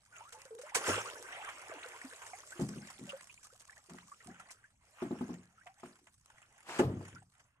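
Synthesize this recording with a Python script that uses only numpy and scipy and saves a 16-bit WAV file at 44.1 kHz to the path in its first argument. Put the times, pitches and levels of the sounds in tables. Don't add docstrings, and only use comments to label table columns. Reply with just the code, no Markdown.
import sys
import numpy as np
from scipy import signal
from scipy.fft import rfft, irfft, next_fast_len
from scipy.io import wavfile
from scipy.ndimage import uniform_filter1d, map_coordinates

SR = 44100
rng = np.random.default_rng(int(sys.argv[2]) if len(sys.argv) > 2 else 0)


def wav_record(signal):
    frames = np.transpose(np.atleast_2d(signal))
    bounded = np.clip(frames, -1, 1)
    quanta = np.round(bounded * 32767).astype(np.int16)
    wavfile.write(sys.argv[1], SR, quanta)


N = 335160


def amp(db):
    return 10 ** (np.asarray(db) / 20)


def unit(x):
    return x / np.sqrt(np.mean(x ** 2) + 1e-20)


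def along(points, hz):
    f, v = np.transpose(points)
    return np.interp(np.log(hz + 1), np.log(f + 1), v)


def wobble(rate):
    knots = rng.standard_normal(int(N * rate / SR) + 4)
    return map_coordinates(knots, [np.arange(N) * rate / SR])


def filtered(x, response):
    m = next_fast_len(x.shape[-1] + 8192)
    return irfft(rfft(x, m) * response(np.fft.rfftfreq(m, 1 / SR)), m)[..., :x.shape[-1]]


def coloured_noise(spectrum):
    return unit(filtered(rng.standard_normal(N), lambda hz: amp(along(spectrum, hz))))


def add(track, s, sound):
    part = track[..., round(s * SR):][..., :sound.shape[-1]]
    part += sound[..., :part.shape[-1]]


def grains(count, hz, spread, cycles, rise, size_db):
    u, z = rng.random((count, 2)), rng.standard_normal(count)
    pitch = (hz * np.exp(spread * np.clip(z, -2, 2)))[:, None]
    turns = pitch * np.arange(int(4e6 // count)) / SR
    shape = np.exp(-turns / cycles) * (1 - np.exp(-turns))
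    size = amp(-size_db * np.log(np.maximum(u[:, 1:], .01)))
    waves = size * shape * np.sin(2 * np.pi * turns * (1 + rise * turns / cycles))
    index = (u[:, :1] * N).astype(int) + np.arange(turns.shape[1])
    return unit(np.bincount(index.ravel(), waves.ravel(), N)[:N])


def textured(grain, share, spectrum, patchy_db):
    mix = share * grain + (1 - share) * rng.standard_normal(N)
    z = signal.stft(mix, nperseg=512)[2]
    z = z / uniform_filter1d(np.sqrt(np.mean(abs(z) ** 2, axis=1, keepdims=True)), size=5, axis=0)
    patches = uniform_filter1d(rng.standard_normal(z.shape), size=5, axis=0)
    patches = uniform_filter1d(patches, size=6, axis=1)
    flat = signal.istft(z * amp(patchy_db * unit(patches)), nperseg=512)[1][:N]
    return unit(filtered(flat, lambda hz: amp(along(spectrum, hz))))


# (f/Hz, level/dB per Hz)
SEA_SPECTRUM = [(20, -3.5), (110, 7.5), (180, -4.5), (300, -9), (450, -38.5), (880, -120)]


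def swell():
    return amp(-77.5 + 1.8 * wobble(14.0)) * coloured_noise(SEA_SPECTRUM)


# (t/s, gurgle level/dB, spray level/dB)
DRAINING = [(0, -73.5, -78.5), (.25, -79, -69), (.56, -73, -69.5), (0.731, -69.5, -82), (.77, -46, -50.5),
            (1, -47.5, -51.5), (1.37, -55, -60.5), (1.74, -52.5, -62), (2.3, -60.5, -58),
            (2.68, -61, -60.5), (3.14, -68.5, -65.5), (3.759, -72.5, -71), (3.9, -75.5, -71.5),
            (4.15, -67, -65.5), (4.47, -66, -74.5), (4.8, -86, -82), (5.6, -74.5, -77.5),
            (6.2, -91.5, -77.5), (7.3, -106, -80.5), (7.6, -79, -104)]
# (t/s at full strength, gurgle level/dB, hold/s)
SLOSHES_OF_WATER = [(0.16, -61.5, 0.018), (0.348, -61.5, 0.05), (0.647, -60, 0.037), (0.891, -34, 0.016),
                    (4.53, -66.5, 0.023), (4.867, -66.5, 0.2), (5.022, -64, 0.32), (5.856, -64.5, 0.025),
                    (6.281, -71.5, 0.34), (6.905, -64.5, 0.23), (7.38, -73.5, 0.079)]
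SLOSH_RISE_DB_PER_S, SLOSH_SINK_DB_PER_S = 257, 142.5
SLOSH_SPRAY_DB = -5


def flow():
    t = np.arange(N) / SR
    s, *levels_db = np.transpose(DRAINING)
    sloshes = np.zeros(N)
    for at, db, hold in SLOSHES_OF_WATER:
        before, after = np.maximum(at - t, 0), np.maximum(t - at - hold, 0)
        level_db = db - SLOSH_RISE_DB_PER_S * before - SLOSH_SINK_DB_PER_S * after
        sloshes += amp(2 * level_db)
    draining = amp([2 * np.interp(t, s, db) for db in levels_db])
    return 10 * np.log10(draining + sloshes * amp([[0], [2 * SLOSH_SPRAY_DB]]))


def spatter(count, depth_db):
    u = rng.random((count, 2))
    drops = np.bincount((u[:, 0] * N).astype(int), -np.log(u[:, 1]), N)
    sinking = signal.lfilter([1], [1, -np.exp(-1 / (0.0066 * SR))], drops)
    return amp(depth_db * np.minimum(sinking, 2))


# (f/Hz, level/dB per Hz)
GURGLE_SPECTRUM = [(350, -41.5), (640, -6.5), (786, -6.5), (1520, -5), (3130, -10.5), (3800, -31.5),
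                   (4940, -54), (8360, -120)]
# (f/Hz, level/dB per Hz)
CHURN_SPECTRUM = [(150, -49), (250, -15), (450, 1), (650, -1.5), (1000, -66.5)]
# (f/Hz, level/dB per Hz)
SPRAY_SPECTRUM = [(2240, -17), (3800, -7), (4960, -5), (6620, -1), (8340, -1), (12600, -15.5), (13300, -38)]


def wash():
    flow_db, spray_db = flow()
    slosh, drops = wobble(12.0), spatter(count=260, depth_db=6.0)
    drops = drops ** np.clip((-52.5 - flow_db) / 12, 0, 1)

    small = grains(count=6000, hz=1510.6, spread=0.5564, cycles=10.9, rise=0.027, size_db=2.5)
    gurgle_gain = amp(flow_db + 3.5 * slosh) * drops
    gurgle = gurgle_gain * textured(small, 0.27, GURGLE_SPECTRUM, patchy_db=3.5)

    big = grains(count=4000, hz=455.0, spread=.3, cycles=2.8, rise=0.054, size_db=2.0)
    churn_gain = amp(-64 + 1.43 * (flow_db + 55.0) + 0.24 * wobble(2.0))
    churn = churn_gain * textured(big, 0.3, CHURN_SPECTRUM, patchy_db=3.5)

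    fine = grains(count=6000, hz=6310, spread=0.56, cycles=8.2, rise=0.018, size_db=10.5)
    spray_gain = amp(spray_db + 0.37 * slosh) * drops
    spray = spray_gain * textured(fine, 0.22, SPRAY_SPECTRUM, patchy_db=4.0)
    return gurgle + churn + spray


# (t/s, level/dB)
DROP_TICKS = [(0.0516, -53.5), (0.4178, -43.5), (0.4532, -42.5), (0.5505, -46.5), (2.3504, -50),
              (2.6903, -35), (3.243, -46), (3.3424, -45.5), (3.6086, -46.5), (3.653, -48), (3.707, -47),
              (3.9354, -46.5), (4.272, -42), (4.5066, -45), (6.2596, -49.5)]


def ticks(count):
    t, track = np.arange(SR // 20) / SR, np.zeros(N)
    drain_s, _, spray_db = np.transpose(DRAINING)
    lesser = []
    for s, size in rng.random((count, 2)) * [N / SR, 1]:
        lesser.append((s, np.interp(s, drain_s, spray_db) + 11 + 8 * size))
    for s, db in [*DROP_TICKS, *lesser]:
        add(track, s, amp(db - 6 - 60 * t / 0.016))
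    bright, body = coloured_noise(SPRAY_SPECTRUM), coloured_noise(GURGLE_SPECTRUM)
    return track * (bright + amp(-6.5) * body)


PLINK_HZ, PLINK_SPREAD, PLINK_CYCLES, PLINK_RISE = 1506, .45, 9, 0.24
PLINK_DB, PLINK_SCATTER_DB = 5.5, 7
PLINK_TOP_DB = -58.5


def plinks(count):
    s = rng.random(count) * N / SR + 0.002017
    z = np.clip(rng.standard_normal((count, 4)), -2, 2)
    hz = PLINK_HZ * np.exp(PLINK_SPREAD * z[:, 0])
    drain_s, gurgle_db, _ = np.transpose(DRAINING)
    around_db = np.minimum(np.interp(s, drain_s, gurgle_db), PLINK_TOP_DB)
    db = around_db + PLINK_DB + PLINK_SCATTER_DB * z[:, 1]
    length = PLINK_CYCLES * np.exp(0.87 * z[:, 2]) / hz
    return np.transpose([s, db, hz, length, PLINK_RISE * (1 + 0.51 * z[:, 3])])


# (t/s, level/dB, first f/Hz, length/s, share by which the pitch climbs over that length)
BUBBLES_AND_BOOM = [(.125, -54.5, 1447, 0.095, -0.11), (.209, -45.5, 846, 0.026, 0.12),
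                    (.254, -49.5, 1143, 0.042, 0.19), (.327, -60.5, 471, 0.09, 0.13),
                    (.347, -48.5, 870, 0.034, -0.016), (.455, -48.5, 510, 0.019, -0.016),
                    (.509, -43, 453, 0.057, -0.048), (.553, -44, 452, 0.03, 0.044),
                    (.591, -43.5, 471, 0.021, 0.072), (.636, -46, 565, 0.031, 0.081),
                    (.668, -49.5, 698, 0.019, 1), (.721, -47, 780, 0.02, 0.42),
                    (.767, -26, 496, 0.0078, -0.1), (.887, -39, 90.6, 0.089, .16),
                    (.892, -30, 500, 0.024, 0.0053), (.98, -22, 490, 0.0049, 0.015),
                    (1.699, -34, 445, 0.0044, -0.064), (1.716, -42, 667, 0.037, -0.41),
                    (1.859, -43, 494, 0.015, -0.002), (2.046, -38, 266, 0.021, 0.012),
                    (2.558, -48.5, 354, 0.031, -0.0066), (2.903, -42, 1180, 0.0063, -0.0049),
                    (3.077, -49.5, 562, 0.036, -0.033), (3.094, -38.5, 2765, 0.017, -0.012),
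                    (3.133, -37, 516, 0.026, 0.11), (3.298, -50.5, 2440, 0.028, 0.21),
                    (3.448, -53.5, 1156, 0.016, 0.15), (3.503, -56.5, 1314, 0.021, 0.18),
                    (3.528, -57.5, 466, 0.024, 0.43), (3.697, -43, 1625, 0.0076, 0.058),
                    (3.77, -50.5, 1630, 0.013, 0.24), (4.119, -44, 1060, 0.017, 0.12),
                    (4.279, -53.5, 722, 0.046, 0.12), (4.401, -46, 1364, 0.016, 0.0052),
                    (4.642, -50.5, 1680, 0.018, 0.02), (5.663, -47.5, 692, 0.037, 0.065),
                    (7.161, -49.5, 1404, 0.029, 0.074), (7.224, -53, 844, 0.01, -0.18)]


def bubbles():
    out, waver, tremble = np.zeros(N), wobble(160.0), wobble(120.0)
    for s, db, first_hz, length, rise in [*BUBBLES_AND_BOOM, *plinks(count=600)]:
        t = np.arange(int(3 * length * SR)) / SR
        here = np.minimum(round(s * SR) + np.arange(len(t)), N - 1)
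        glide = rise * np.minimum(t / length, 1.3)
        pitch = first_hz * (1 + glide + 0.038 * waver[here])
        fade = amp(-11 * (t / length) ** 1.35)
        fade *= 1 - np.exp(-t * first_hz / 1.11)
        ring = np.sin(2 * np.pi * np.cumsum(pitch) / SR)
        add(out, s - .002, amp(db + 2.0 * tremble[here]) * fade * ring)
    return out


# (t/s, spray level/dB, body level/dB over the spray)
LANDINGS = [(0.3253, -45, -2.5), (0.588, -53.5, 2), (0.616, -48, -4.5), (0.7484, -14.5, -1),
            (0.8644, -33.5, -2.5), (1.489, -50, 14), (2.22, -61.5, 15), (2.264, -45.5, 0.5),
            (2.617, -44, -19.5), (3.095, -50, -13), (3.444, -48, -33), (3.599, -54, -15), (3.898, -54.5, 3),
            (4.399, -54, 4.5), (4.5122, -45, -14), (5.6685, -60.5, 13), (6.0714, -67, 11.5),
            (6.789, -35, 9.5), (7.343, -75, 3), (7.398, -68.5, 8.5)]


def splats():
    t = np.arange(SR // 2) / SR
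    tracks = np.zeros((2, N))
    for s, db, body_db in LANDINGS:
        life = 0.084 * amp(0.014 * (db + 50.5))
        build_s = 0.0018 * amp(.5 * (db + 56.5))
        burst = amp(db - 60 * t / life) * (1 - np.exp(-t / build_s))
        add(tracks, s - .003, burst * amp([[body_db], [0]]))
    body, spray = coloured_noise(GURGLE_SPECTRUM), coloured_noise(SPRAY_SPECTRUM)
    return tracks[0] * body + tracks[1] * spray


# (f/Hz, level/dB per Hz)
RASP_SPECTRUM = [(88, -45), (150, -16.5), (776, -6.5), (2660, -13), (4010, -21), (8000, -21), (13000, -36)]
DRAG_S, DRAG_END_S = 6.695, 6.8
DRAG_DB, DRAG_SLOPE_DB_PER_S = -44.5, 459


def drag():
    t = np.arange(N) / SR
    knots = grains(count=20000, hz=3050, spread=.6, cycles=1.23, rise=0, size_db=-1.0)
    outside_s = np.maximum(DRAG_S - t, 0) + np.maximum(t - DRAG_END_S, 0)
    stroke = amp(DRAG_DB - DRAG_SLOPE_DB_PER_S * outside_s)
    return stroke * textured(knots, 0.19, RASP_SPECTRUM, patchy_db=1.0)


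# (t/s, thud level/dB, strongest tone f/Hz, crack level/dB over the thud)
HULL_KNOCKS = [(.759, -41.5, 440, 8.5), (.884, -29, 380, -1.5), (2.596, -25, 204, -3),
               (2.615, -27.5, 180, -7), (2.692, -37.5, 202, -28), (2.761, -33.5, 169.4, -24),
               (2.995, -48, 330, -9), (3.014, -42.5, 205, -16.5), (3.889, -53.5, 370, -14),
               (3.907, -45.5, 180, 3), (3.943, -48, 200, 8), (4.262, -49.5, 181, -17),
               (4.291, -48.5, 205, -10), (5.023, -29, 298, -1), (5.052, -32, 243, -8.5),
               (5.11, -27.5, 265, -2.5), (5.152, -44, 198, 6.5), (5.211, -27.5, 249, -1.5),
               (5.293, -34.5, 233, -1.5), (5.334, -44.5, 170, -8.5), (5.385, -50, 215, -11),
               (5.834, -39.5, 286, 9), (6.017, -61.5, 286, -15.5), (6.693, -44.5, 330, 10.5),
               (6.795, -15, 360, 2), (6.833, -32, 250, 10.5), (6.846, -24.5, 123, -19),
               (6.917, -35.5, 197, -24), (6.955, -35, 138, -24), (7.009, -46, 424, 9),
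               (7.13, -49, 135.5, -12), (7.17, -57, 90.8, -22)]
# (f/Hz, level/dB, t60/s)
HULL_MODES = [(98, -9, 1), (133.6, -6, 0.62), (178, -4.5, 0.56), (205, -8, 0.75), (247.4, 0.5, 0.24),
              (293.6, -3, 0.23), (354.6, 2, 0.22), (473, -24.5, 0.056), (678.5, -8.5, 0.12),
              (836, -5, 0.058), (1063, -8, 0.059), (1213, -4, 0.026)]


def knocks():
    out, t, flutter = np.zeros(N), np.arange(SR // 2) / SR, wobble(22.0)
    for s, db, tone_hz, crack_db in HULL_KNOCKS:
        thud, crack = np.zeros(len(t)), np.zeros(len(t))
        for hz, level, t60 in HULL_MODES:
            pair = sum(np.sin(2 * np.pi * hz * (1 + 0.018 * rng.normal()) * t) for _ in range(2))
            ring = amp(level + rng.normal(0, 2.55) - 60 * t / t60) * pair
            if hz < 500:
                nearness = amp(-13 * abs(np.log2(hz / tone_hz)))
                thud += ring * nearness * (1 - np.exp(-t * hz / 0.86))
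            else:
                crack += ring
        wood = lambda f: 1j * f * 900 / (850 ** 2 - f * f + 1j * f * 900)
        crack += 0.89 * amp(-60 * t / 0.22) * filtered(rng.standard_normal(len(t)), wood)

        resonance = lambda f: 1j * f * tone_hz / (tone_hz ** 2 - f * f + 1j * f * tone_hz)
        boom = lambda f: resonance(f) / (1 + 1j * f / 450) ** 2
        rumble = unit(filtered(rng.standard_normal(len(t)), boom))
        thud += 0.64 * amp(-60 * t / 0.45) * (1 - np.exp(-t / 0.0084)) * rumble
        thud *= 1 + 2.1 * np.exp(-t / 0.025)
        thud *= amp(-20 * (t / 0.43) ** 4)

        crack *= amp(crack_db) / abs(crack).max()
        blow = thud / abs(thud).max() + (1 - np.exp(-t / 0.0018)) * crack
        blow = filtered(blow, lambda f: (1j * f / (1j * f + 60.0)) ** 2)
        add(out, s - .002, amp(db) * blow)
    return out * amp(1.6 * flutter)


# (f/Hz, likeness 0 to 1)
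LIKENESS = [(30, 0.84), (120, 0.93), (600, 0.91), (2000, 0.48), (8000, 0.26)]


def ports(x, lag_ms, alike_scale):
    z = signal.stft(x, nperseg=128)[2]
    scrambled = z * np.exp(2j * np.pi * rng.random(z.shape))
    other = signal.istft(scrambled, nperseg=128)[1][:len(x)]
    other = other * np.std(x) / (np.std(other) + 1e-20)
    turn = lambda hz: np.arccos(np.clip(alike_scale * along(LIKENESS, hz), 0, 1)) / 2
    late = lambda hz: np.exp(-1j * np.pi * hz * lag_ms / 1000)
    mid, side = filtered(np.array([x, other]), lambda hz: np.array([np.cos(turn(hz)), np.sin(turn(hz))]))
    return filtered(np.array([mid + side, mid - side]), lambda hz: np.array([late(hz), 1 / late(hz)]))


def scene():
    water = swell() + wash() + ticks(count=160) + splats()
    water = ports(water, lag_ms=0.14, alike_scale=0.99)
    ringing = ports(bubbles(), lag_ms=0.14, alike_scale=1.1)
    hull = ports(drag() + knocks(), lag_ms=-0.13, alike_scale=1.095) * amp([[.8], [-.8]])
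    return water + ringing + hull


# (f/Hz, level/dB)
PORT_COLOUR = [(500, 0.5), (1500, 1.5), (3000, 1), (5500, -4), (9000, 8), (12500, 3.5)]
TOP_HZ = 13700


def record(dry):
    lean = lambda hz: amp(along(PORT_COLOUR, hz) * np.array([[-.5], [.5]]))
    return filtered(dry, lambda hz: lean(hz) * (hz < TOP_HZ))


dry = scene()
out = record(dry)
wav_record(out)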